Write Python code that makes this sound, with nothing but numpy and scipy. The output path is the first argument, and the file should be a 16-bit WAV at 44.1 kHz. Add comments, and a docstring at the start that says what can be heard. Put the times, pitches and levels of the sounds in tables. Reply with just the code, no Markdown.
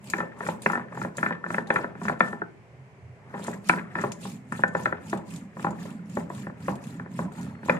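"""A small kitchen: a stone muller is pushed to and fro over a pitted stone slab, close to two microphones.
Knocks on the ridges and rattling grit drive damped stone modes; random shocks in low resonances make
the slab and floor rumble. Wet paste is sputtering coloured noise, and chilli seeds crack in bursts of it.
The hand pauses once, leaving the quiet room and two soft floor thumps. Near the end a thin far whistle,
a faint sine, sounds."""
import sys
import numpy as np
from scipy import signal
from scipy.io import wavfile
from scipy.ndimage import uniform_filter1d

SR = 44100
rng = np.random.default_rng(int(sys.argv[2]) if len(sys.argv) > 2 else 0)


def int16_out(signal):
    """Quantize to a 16-bit WAV file."""
    q = np.round(np.clip(np.atleast_2d(signal).T, -1, 1) * 32767)
    wavfile.write(sys.argv[1], SR, q.astype(np.int16))


N = 343539

# Muller knocking a ridge. Each row: time in seconds, knock level in dB, then muller, long ring and
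# hard edge in dB over the knock's share, and rattle afterwards in dB over the knock.
KNOCKS = [(0.137, -22.5, -1.5, -17, -3.5, -8), (0.186, -26.5, -9, -1.5, -17, -10),
          (0.205, -22.5, -2, -10, -25, -15), (0.407, -25, -5, -16, -25, -10.5),
          (0.466, -28.5, 0, -26, -13, -12), (0.488, -18.5, -13, -27, -18, -18),
          (0.662, -15.5, -0.5, -25, -4, -11.5), (0.7, -23, -3.5, -11, -16, -18),
          (0.733, -25, 0, 1.5, -18, -14), (0.755, -25, 0.5, -4, -17, -23), (0.776, -27, -5, -1, -27, -14),
          (0.796, -31, -4, -26, -29, -16), (0.923, -36, -12, -8, -26, -4), (0.974, -29, -12, -20, -26, -19),
          (1.017, -30.5, -2, -20, -9, -20), (1.049, -23.5, -10.5, -28, -21, -14),
          (1.183, -28.5, -2.5, -11, -12, -5), (1.23, -21.5, 0.5, -4, -8, -13),
          (1.263, -25, 5.5, -1.5, -5.5, -19), (1.308, -23, -9, -11, -26, -14),
          (1.441, -34.5, 3, 0.5, -24, -16), (1.464, -28, -6.5, -22, -17, -12),
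          (1.505, -24, -4, -23, -14, -14), (1.545, -27.5, -0.5, -16, -5, -12),
          (1.583, -22, 0.5, -9.5, -20, -16.5), (1.705, -17, -1.5, -9, -6.5, -8),
          (1.761, -24.5, 4.5, -1, -0.5, -10), (1.844, -27.5, -0.5, -11.5, -24, -17),
          (1.953, -38, -6, -25, -13, -15), (2.016, -31, -8, -17, -21, -6), (2.053, -29, -3.5, -9, -13, -17),
          (2.083, -26.5, 0.5, -22, -3, -13), (2.097, -17, -8, -23, -31, -16),
          (2.207, -13.5, 1.5, -4, -7.5, -14.5), (2.331, -27, -8.5, -9, -30, -26),
          (2.419, -27, -7, -14, -27, -18), (3.341, -30.5, -9.5, -10, -25, -4),
          (3.395, -37, -10, -24, -18, -21), (3.447, -44, 0, -15, -3, -26),
          (3.482, -21.5, -13, -29, -22, -13), (3.696, -13.5, -0.5, -30, -1, -14.5),
          (3.737, -28, -4, -16, -14, -10), (3.776, -33, 2, -9, -20, -7),
          (3.955, -25.5, -2, -0.5, -14, -2.5), (3.988, -27, 0, -17, -13.5, -17),
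          (4.039, -18, -15.5, -40, -26, -11.5), (4.253, -30.5, -12, -22, -25, -13),
          (4.523, -26, 0, -9.5, -17, -15), (4.593, -25, -12, -24, -31, -16),
          (4.637, -16, 0, -7, -15.5, -19.5), (4.751, -17.5, -4, -14, -20, -17.5),
          (4.858, -22, 1.5, -13, -5.5, -8.5), (4.926, -23, -1.5, -21, -23, -15),
          (5.13, -17, -11.5, -37, -21, -8), (5.569, -32.5, -13, -30, -22, -10),
          (5.596, -36.5, -7, -23, -20, -10), (5.646, -17, -11.5, -41, -19.5, -11),
          (5.668, -20.5, -13, -36, -23, -9), (5.855, -35.5, -28.5, -27, -27, -21),
          (6.171, -21.5, -10.5, -23.5, -26, -10.5), (6.302, -28.5, -17, -28, -34, -11),
          (6.469, -28, -7, -22, -23, -20), (6.499, -36, -9, -21, -30, -22),
          (6.683, -16, -15, -46, -21.5, -7), (6.998, -32, -4.5, -19, -19, -17),
          (7.061, -36.5, -9.5, -26, -24, -23), (7.191, -21, -16, -35, -21, -7.5),
          (7.632, -38.5, -6, -13, -16, -18), (7.66, -38, -22, -22, -20, -22),
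          (7.685, -21.5, -18, -26, -17, -20), (7.697, -17, 0, -11, 0, -9.5)]
# Strokes, by turns a push and a pull. Each row: start in seconds, length in seconds, relative levels in dB
# of paste hiss, slab rumble and grit, grit hardness in dB on the upper modes, floor level in dB.
STROKES = [(-0.012, 0.33, -55, -37, -46, -7, -40.5), (0.326, 0.27, -52, -36, -37, -7, -41.5),
           (0.57, 0.29, -55, -33.5, -46, -8, -41), (0.881, 0.23, -56, -30, -38, -4.5, -31),
           (1.123, 0.24, -53.5, -30, -46, 0, -36), (1.402, 0.25, -55, -30, -40, -13, -39),
           (1.647, 0.28, -56.5, -32.5, -34.5, -7.5, -39.5), (1.935, 0.24, -55, -27, -50, 2, -37),
           (2.156, 0.27, -58, -35, -39, -7, -42), (3.257, 0.37, -54.5, -34.5, -39.5, -5, -39.5),
           (3.599, 0.27, -51.5, -30.5, -53.5, 4, -49), (3.865, 0.29, -56, -34, -44, 1.5, -35),
           (4.161, 0.26, -50, -30, -48.5, -3.5, -38.5), (4.43, 0.27, -56, -30.5, -62, 7, -33.5),
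           (4.683, 0.31, -56, -32, -40.5, -8, -32), (4.957, 0.26, -55.5, -31, -49.5, 3, -35.5),
           (5.225, 0.27, -55, -31, -49.5, -2.5, -43), (5.503, 0.23, -55.5, -31, -52, -2, -33.5),
           (5.702, 0.36, -57, -30, -45.5, -3, -44), (6.013, 0.28, -57, -29, -51.5, -2, -37),
           (6.268, 0.27, -55.5, -31, -48.5, 0, -33.5), (6.547, 0.24, -55, -28.5, -48, 2.5, -31),
           (6.76, 0.33, -58, -30, -48.5, -1, -32.5), (7.066, 0.23, -55.5, -25.5, -47.5, -0.5, -36),
           (7.283, 0.32, -57.5, -29.5, -42.5, -3.5, -33), (7.571, 0.24, -56, -26.5, -50, 5, -34)]


def gain_of(db):
    """dB to gain."""
    return 10 ** (np.asarray(db) / 20)


def evened(x):
    """Scales to rms 1."""
    return x / np.sqrt(np.mean(x ** 2) + 1e-20)


def read(points, hz):
    """Interpolates a table on a log-frequency axis."""
    f, value = np.transpose(points)
    return np.interp(np.log(hz + 1), np.log(f + 1), value)


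def ring(force, hz, db, t60_s, lean_db, lead_rad):
    """One damped mode, with left-right level and phase differences."""
    pole = np.exp((2j * np.pi * hz - np.log(1000) / max(t60_s, .005)) / SR)
    z = gain_of(db) * signal.lfilter([1], [1, -pole], force + 1e-18)
    side = gain_of(lean_db / 2) * np.exp(.5j * lead_rad)
    return np.array([(z * side).imag, (z / side).imag])


def clicks(per_s, spread_db):
    """Random clicks, most small and a few large, rms 1."""
    excess = np.minimum(rng.exponential(1, N), 4)
    size = gain_of(spread_db * excess) * rng.choice([-1, 1], N)
    return evened(size * (rng.random(N) < per_s / SR))


def hiss(spectrum, patchy_db, size):
    """Stereo noise of a given colour with drifting patches, rms 1."""
    # Likeness of the two sides. Each row: frequency in Hz, share in common (clipped to 0-1).
    same_points = [(60, 0.94), (130, 1), (290, 1), (640, 0.92), (1410, -0.19), (3100, -2), (6820, -0.01),
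                   (15000, 0.69)]
    # Level of left over right. Each row: frequency in Hz, level in dB.
    lean_points = [(60, -33), (130, 1), (290, -4), (640, 3.5), (1410, 1.5), (3100, -3), (6820, 3.5),
                   (15000, -4.5)]
    # Phase by which left leads. Each row: frequency in Hz, lead in radians.
    lead_points = [(0, -1), (1030, -0.3), (1720, 9), (2150, 4), (6720, -9), (8790, -11), (12300, -4),
                   (15200, 20)]
    frames, hz = 4 * N // size + 5, np.fft.rfftfreq(size, 1 / SR)
    a, b, c, d, patches = rng.standard_normal((frames, len(hz), 5)).T
    patches = uniform_filter1d(patches, size=8, axis=0)
    patches = evened(uniform_filter1d(patches, size=10, axis=1))
    same = np.clip(read(same_points, hz), 0, 1)[:, None]
    left, other = a + 1j * b, c + 1j * d
    right = same * left + np.sqrt(1 - same ** 2) * other
    side = (gain_of(read(lean_points, hz) / 2) * np.exp(.5j * read(lead_points, hz)))[:, None]
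    z = np.array([left * side, right / side])
    z *= gain_of(read(spectrum, hz)[:, None] + patchy_db * patches)
    return evened(signal.istft(z, nperseg=size, noverlap=size * 3 // 4)[1][:, :N])


def arches(db, depth_db, lag_s):
    """One arch of gain per stroke: top at the fastest point, falling to both turning points."""
    fastest_push, fastest_pull = 0.35, 0.6  # share of the stroke
    t, power = np.arange(0, N + 64, 64) / SR - lag_s, 0
    for k, (row, top_db) in enumerate(zip(STROKES, db)):
        share = fastest_pull if k % 2 else fastest_push
        late = (t - row[0]) / row[1] - share
        away = np.where(late < 0, late / share, late / (1 - share))
        power = power + gain_of(top_db - depth_db * np.minimum(away ** 2, 9)) ** 2
    return np.interp(np.arange(N), np.arange(len(t)) * 64, np.sqrt(power))


def after_knocks(db, decay_s):
    """A gain that jumps at every knock and dies away exponentially."""
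    struck = np.zeros(N)
    struck[(np.transpose(KNOCKS)[0] * SR).astype(int)] = gain_of(db)
    return signal.lfilter([1], [1, -np.exp(-1 / (decay_s * SR))], struck)


def quiet_room():
    """The kitchen's steady quiet wash: coloured noise with faint patches."""
    # Each row: frequency in Hz, relative density in dB per Hz.
    wash_spectrum = [(12, -60), (20, -40), (90, -4), (129, 5), (324, -15.5), (394, -1.5), (465, -9.5),
                     (668, -11), (1380, -19), (2150, -16), (3550, -34.5), (8190, -38), (15500, -58)]
    return gain_of(-51.5) * hiss(wash_spectrum, patchy_db=0.5, size=2048)


def grit():
    """Grains rattle under the stone as it moves and after each knock: (plain, hard) driving forces."""
    _, peak, muller, _, _, loose = np.transpose(KNOCKS)
    grit_db, hard_db = np.transpose(STROKES)[4:6]
    depth_db, lag_s, rattle_s, hard_rattle_db = 11.4, 0.0055, 0.039, 1
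    # a fine stream of grains and coarser hops over the pits
    hops = clicks(per_s=150, spread_db=2.0)
    stream = gain_of(-31) * (clicks(per_s=2200, spread_db=2.5) + 0.67 * hops)
    rattle = stream + gain_of(-33) * clicks(per_s=260, spread_db=5.0)
    plain = arches(grit_db, depth_db, lag_s) * stream
    plain += after_knocks(peak + loose, rattle_s) * rattle
    hard = arches(grit_db + hard_db, depth_db, lag_s) * stream
    hard += after_knocks(peak + loose + muller + hard_rattle_db, rattle_s) * rattle
    return plain, hard


def chattering(blows, hz):
    """Chatter after each blow swells a mode for a few ms."""
    fade = np.exp(-1 / (.0028 * SR))
    pole = fade * np.exp(2j * np.pi * hz / SR)
    return signal.lfilter([2 * (1 - fade)], [1, -pole], blows + 1e-18).real


def stone():
    """Knocks and grit drive the same modes; each knock lands elsewhere and wakes them unevenly."""
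    # Stone modes by the part that rings. Each row: frequency in Hz, level in dB, t60 in seconds,
    # left over right in dB, radians by which left leads.
    thud_modes = [(168.9, -9, 0.3, -0.5, 0.05), (188.8, -11, 0.2, -2, 0.2), (237, -4, 0.11, 0, 0),
                  (328, -3, 0.056, -1.5, 0.062), (415, -2.5, 0.054, 5, 0.23)]
    slab_modes = [(546.3, 0.5, 0.019, 0.33, 1), (702.4, -9, 0.036, 2, 0.55),
                  (805.5, -13, 0.074, 0.84, 0.98), (875.4, -4.5, 0.025, 0.63, 0.98),
                  (992.6, -3, 0.026, 1, 0.32), (1115.5, -3.5, 0.017, 0.67, 1)]
    muller_modes = [(1359.4, 7, 0.014, 3.5, 1.79), (1527, 5, 0.019, 1.5, 2.48),
                    (1757, 10.5, 0.0085, 3.2, 1.59), (1952, 1, 0.0067, 4.4, 1.92)]
    long_modes = [(1780, 0, .33, 3, 1.5), (1750, -8, .22, 3, 1.5)]
    edge_modes = [(2032, 2, 0.016, -4, 0.5), (2310, 1.5, 0.022, -6, 2.4), (2424, -1, 0.015, 2.5, 0.57),
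                  (2638, 0.5, 0.0079, -10, 1.1), (3420, -10, 0.0091, 3, 1.4), (4030, -13, 0.012, 4, 1.2)]
    s, peak, muller, long, edge, _ = np.transpose(KNOCKS)
    at = ((s - .0015) * SR).astype(int)
    plain, hard = grit()
    thud_db = -7 - 0.2856 * (peak + 23)  # the thud grows more slowly than the knock
    # modes, share of the knock in dB, grit force, scatter between knocks in dB
    parts = [(thud_modes, thud_db, plain * gain_of(-8), 3.76),
             (slab_modes, 1, plain, 3.76),
             (muller_modes, 3.5 + muller, hard * gain_of(-4.0), 3.76),
             (long_modes, -4.5 + long, hard * gain_of(-47), 0),
             (edge_modes, 3 + edge, hard * gain_of(-15.0), 3.76)]
    out = np.zeros((2, N))
    for modes, share_db, grains, scatter_db in parts:
        for k, mode in enumerate(modes):
            blows = np.zeros(N)
            blows[at] = gain_of(peak + share_db + scatter_db * rng.standard_normal(len(at)))
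            # as the muller travels, the grit meets each mode now at a node, now at a peak
            place = np.repeat(gain_of(4.9 * rng.standard_normal(N // 512 + 1)), 512)[:N]
            force = 0.18 * blows + 0.71 * chattering(blows, mode[0]) + grains * place
            out += (-1) ** k * ring(force, *mode)
    # a low-pass dulls the whole stone sound above about 3.5 kHz
    stone_top_hz = 3500
    return signal.sosfilt(signal.butter(3, stone_top_hz, fs=SR, output="sos"), out)


def paste(pulp):
    """Wet pulp shears under the stone: hiss that sputters in short bursts."""
    spatter = abs(clicks(per_s=150, spread_db=6))
    bursts = signal.lfilter([1], [1, -np.exp(-1 / (0.0022 * SR))], spatter)
    sputter = evened(pulp * (1 + 0.36 * evened(bursts)))
    return arches(np.transpose(STROKES)[2], depth_db=35.6, lag_s=0.00067) * gain_of(4.0) * sputter


def shaken(modes, per_s):
    """Lumpy shocks in low resonances with steep skirts, rms 1."""
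    out = np.zeros((2, N))
    for hz, width_hz, db in modes:
        # two resonators in a row steepen the skirts
        first = ring(clicks(per_s, spread_db=2.5), hz, 0, 1.37 / width_hz, 0, 0)[0]
        out += gain_of(db) * evened(ring(first, hz, 0, 1.48 / width_hz, -1.75, 0.046))
    return evened(out)


def rumble():
    """The dragging weight shakes the slab on its seat and the floor under it."""
    # Slab on its seat, then the floor. Each row: frequency in Hz, width in Hz, relative level in dB.
    seat_modes = [(169.7, 6, 4.5), (199.2, 19, 2.5), (201.4, 19.6, 4.5), (233.2, 70, 5.5)]
    floor_modes = [(89.5, 8.4, -4.5), (117.4, 10.3, -2.5), (133.7, 7.5, 1.5)]
    # Soft floor thumps during the pause. Each row: start in seconds, relative level in dB.
    soft_thumps = [(2.7, -33.5), (3.02, -32.5)]
    thump_rise_s, thump_db_per_s, rest_db = 0.015, 53, -68.5
    jolt_db, jolt_s = -13.5, 0.014  # the slab shakes on its seat after a knock
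    t, columns = np.arange(N) / SR, np.transpose(STROKES)
    slab = arches(columns[3], depth_db=15.7, lag_s=0.029)
    slab += after_knocks(np.transpose(KNOCKS)[1] + jolt_db, jolt_s)
    floor = arches(columns[6], depth_db=10.4, lag_s=0.022) + gain_of(rest_db)
    for s, db in soft_thumps:
        rise = np.clip((t - s) / thump_rise_s, 0, 1)
        floor += rise * gain_of(db - thump_db_per_s * abs(t - s))
    seat_sound = gain_of(-5.5) * slab * shaken(seat_modes, per_s=450)
    return seat_sound + gain_of(-9.0) * floor * shaken(floor_modes, per_s=210)


def kitchen(x):
    """Reverberation: sparse taps of random sign, each band dying at its own speed, different per side."""
    # Each row: frequency in Hz, t60 in seconds.
    decay_points = [(200, 0.7), (800, 0.38), (2000, 0.15), (6000, 0.29)]
    taps = np.zeros((2, SR))
    at = np.arange(200, SR - 20, 20) + rng.integers(0, 20, (2, (SR - 201) // 20))
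    np.put_along_axis(taps, at, rng.choice([-1., 1.], at.shape), 1)
    hz, t, z = signal.stft(taps, SR, nperseg=256)
    decay = gain_of(-60 * t / read(decay_points, hz)[:, None])
    tail = signal.istft(z * decay, SR, nperseg=256)[1]
    return signal.fftconvolve(x, tail / np.linalg.norm(tail[0]), axes=1)[:, :N]


def cracks(pulp):
    """Seeds and skins crack: sharp bursts of the paste's colour, each with a peak at its own pitch."""
    # Each row: time in seconds, relative level in dB, centre in Hz.
    crack_rows = [(0.042, -46, 9300), (0.1, -24.5, 7600), (0.181, -39, 6900), (0.3875, -54, 8350),
                  (0.4525, -50, 8350), (0.62, -30.5, 9200), (0.7192, -36.5, 5860), (1.1696, -31.5, 8700),
                  (1.6724, -41.5, 4040), (2.034, -45, 7010), (2.1946, -47, 4100), (3.44, -35.5, 6800),
                  (3.469, -38, 6900), (3.538, -48.5, 6970), (3.6884, -24, 8600), (4.0128, -39, 7250),
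                  (4.119, -28.5, 6910), (4.2315, -52, 8260), (4.355, -63, 7490), (4.5226, -39, 6400),
                  (4.6793, -41, 6900), (4.7676, -52, 7060), (4.858, -47, 4050), (5.0974, -36.5, 6700),
                  (5.174, -44, 7080), (5.361, -38, 7400), (5.7064, -42.5, 6820), (5.7972, -52, 7030),
                  (6.1956, -48, 6970), (6.2966, -56, 6940), (6.421, -58, 7100), (6.755, -41, 9170),
                  (6.8404, -48, 6930), (7.3218, -53, 7060), (7.657, -42, 6900), (7.6964, -43.5, 7330)]
    out, t = np.zeros((2, N)), np.arange(2600) / SR
    shape = np.exp(-t / 0.0072) + 0.078 * np.exp(-t / 0.0065)
    for s, db, hz in crack_rows:
        at = int(s * SR)
        burst = pulp[:, at:at + len(t)]
        peak = signal.lfilter(*signal.iirpeak(hz, 4.0, SR), burst)
        out[:, at:at + len(t)] += gain_of(db - 11) * (burst + 2.45 * peak) * shape[:burst.shape[1]]
    return out


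def whistle():
    """A thin far whistle: a faint steady sine with short fades."""
    # One row: start in seconds, end in seconds, frequency in Hz, level in dB.
    tone_row = (7.48, 7.64, 4300, -74)
    start_s, end_s, hz, db = tone_row
    t = np.arange(N) / SR
    fade = np.interp(t, [start_s, start_s + .01, end_s - .02, end_s], [0, 1, 1, 0])
    return gain_of(db) * np.sin(2 * np.pi * hz * t) * fade


def scene():
    """Stone, paste and seeds in the room, with rumble and whistle, over its quiet wash."""
    # Wet paste. Each row: frequency in Hz, relative density in dB per Hz.
    paste_spectrum = [(1470, -21), (2500, 2), (2870, -3.5), (4500, -6), (4900, -5.5), (5840, -7.5),
                      (6350, -6), (7130, 0), (7690, -3.5), (9310, -4.5), (9900, -12), (12000, -13),
                      (15500, -22)]
    pulp = hiss(paste_spectrum, patchy_db=3.5, size=256)
    near = stone() + paste(pulp) + cracks(pulp)
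    return near + gain_of(-10.5) * kitchen(near) + rumble() + whistle() + quiet_room()


def record(dry):
    """The small microphones lose the deep bass; a steep low-pass then limits the band."""
    mic_low_hz, band_edge_hz = 105, 15650
    thin = signal.sosfilt(signal.butter(2, mic_low_hz, "high", fs=SR, output="sos"), dry)
    low_pass = signal.firwin(511, band_edge_hz, window=("kaiser", 9), fs=SR)
    return signal.oaconvolve(thin, low_pass[None], "same")


dry = scene()
out = record(dry)
int16_out(out)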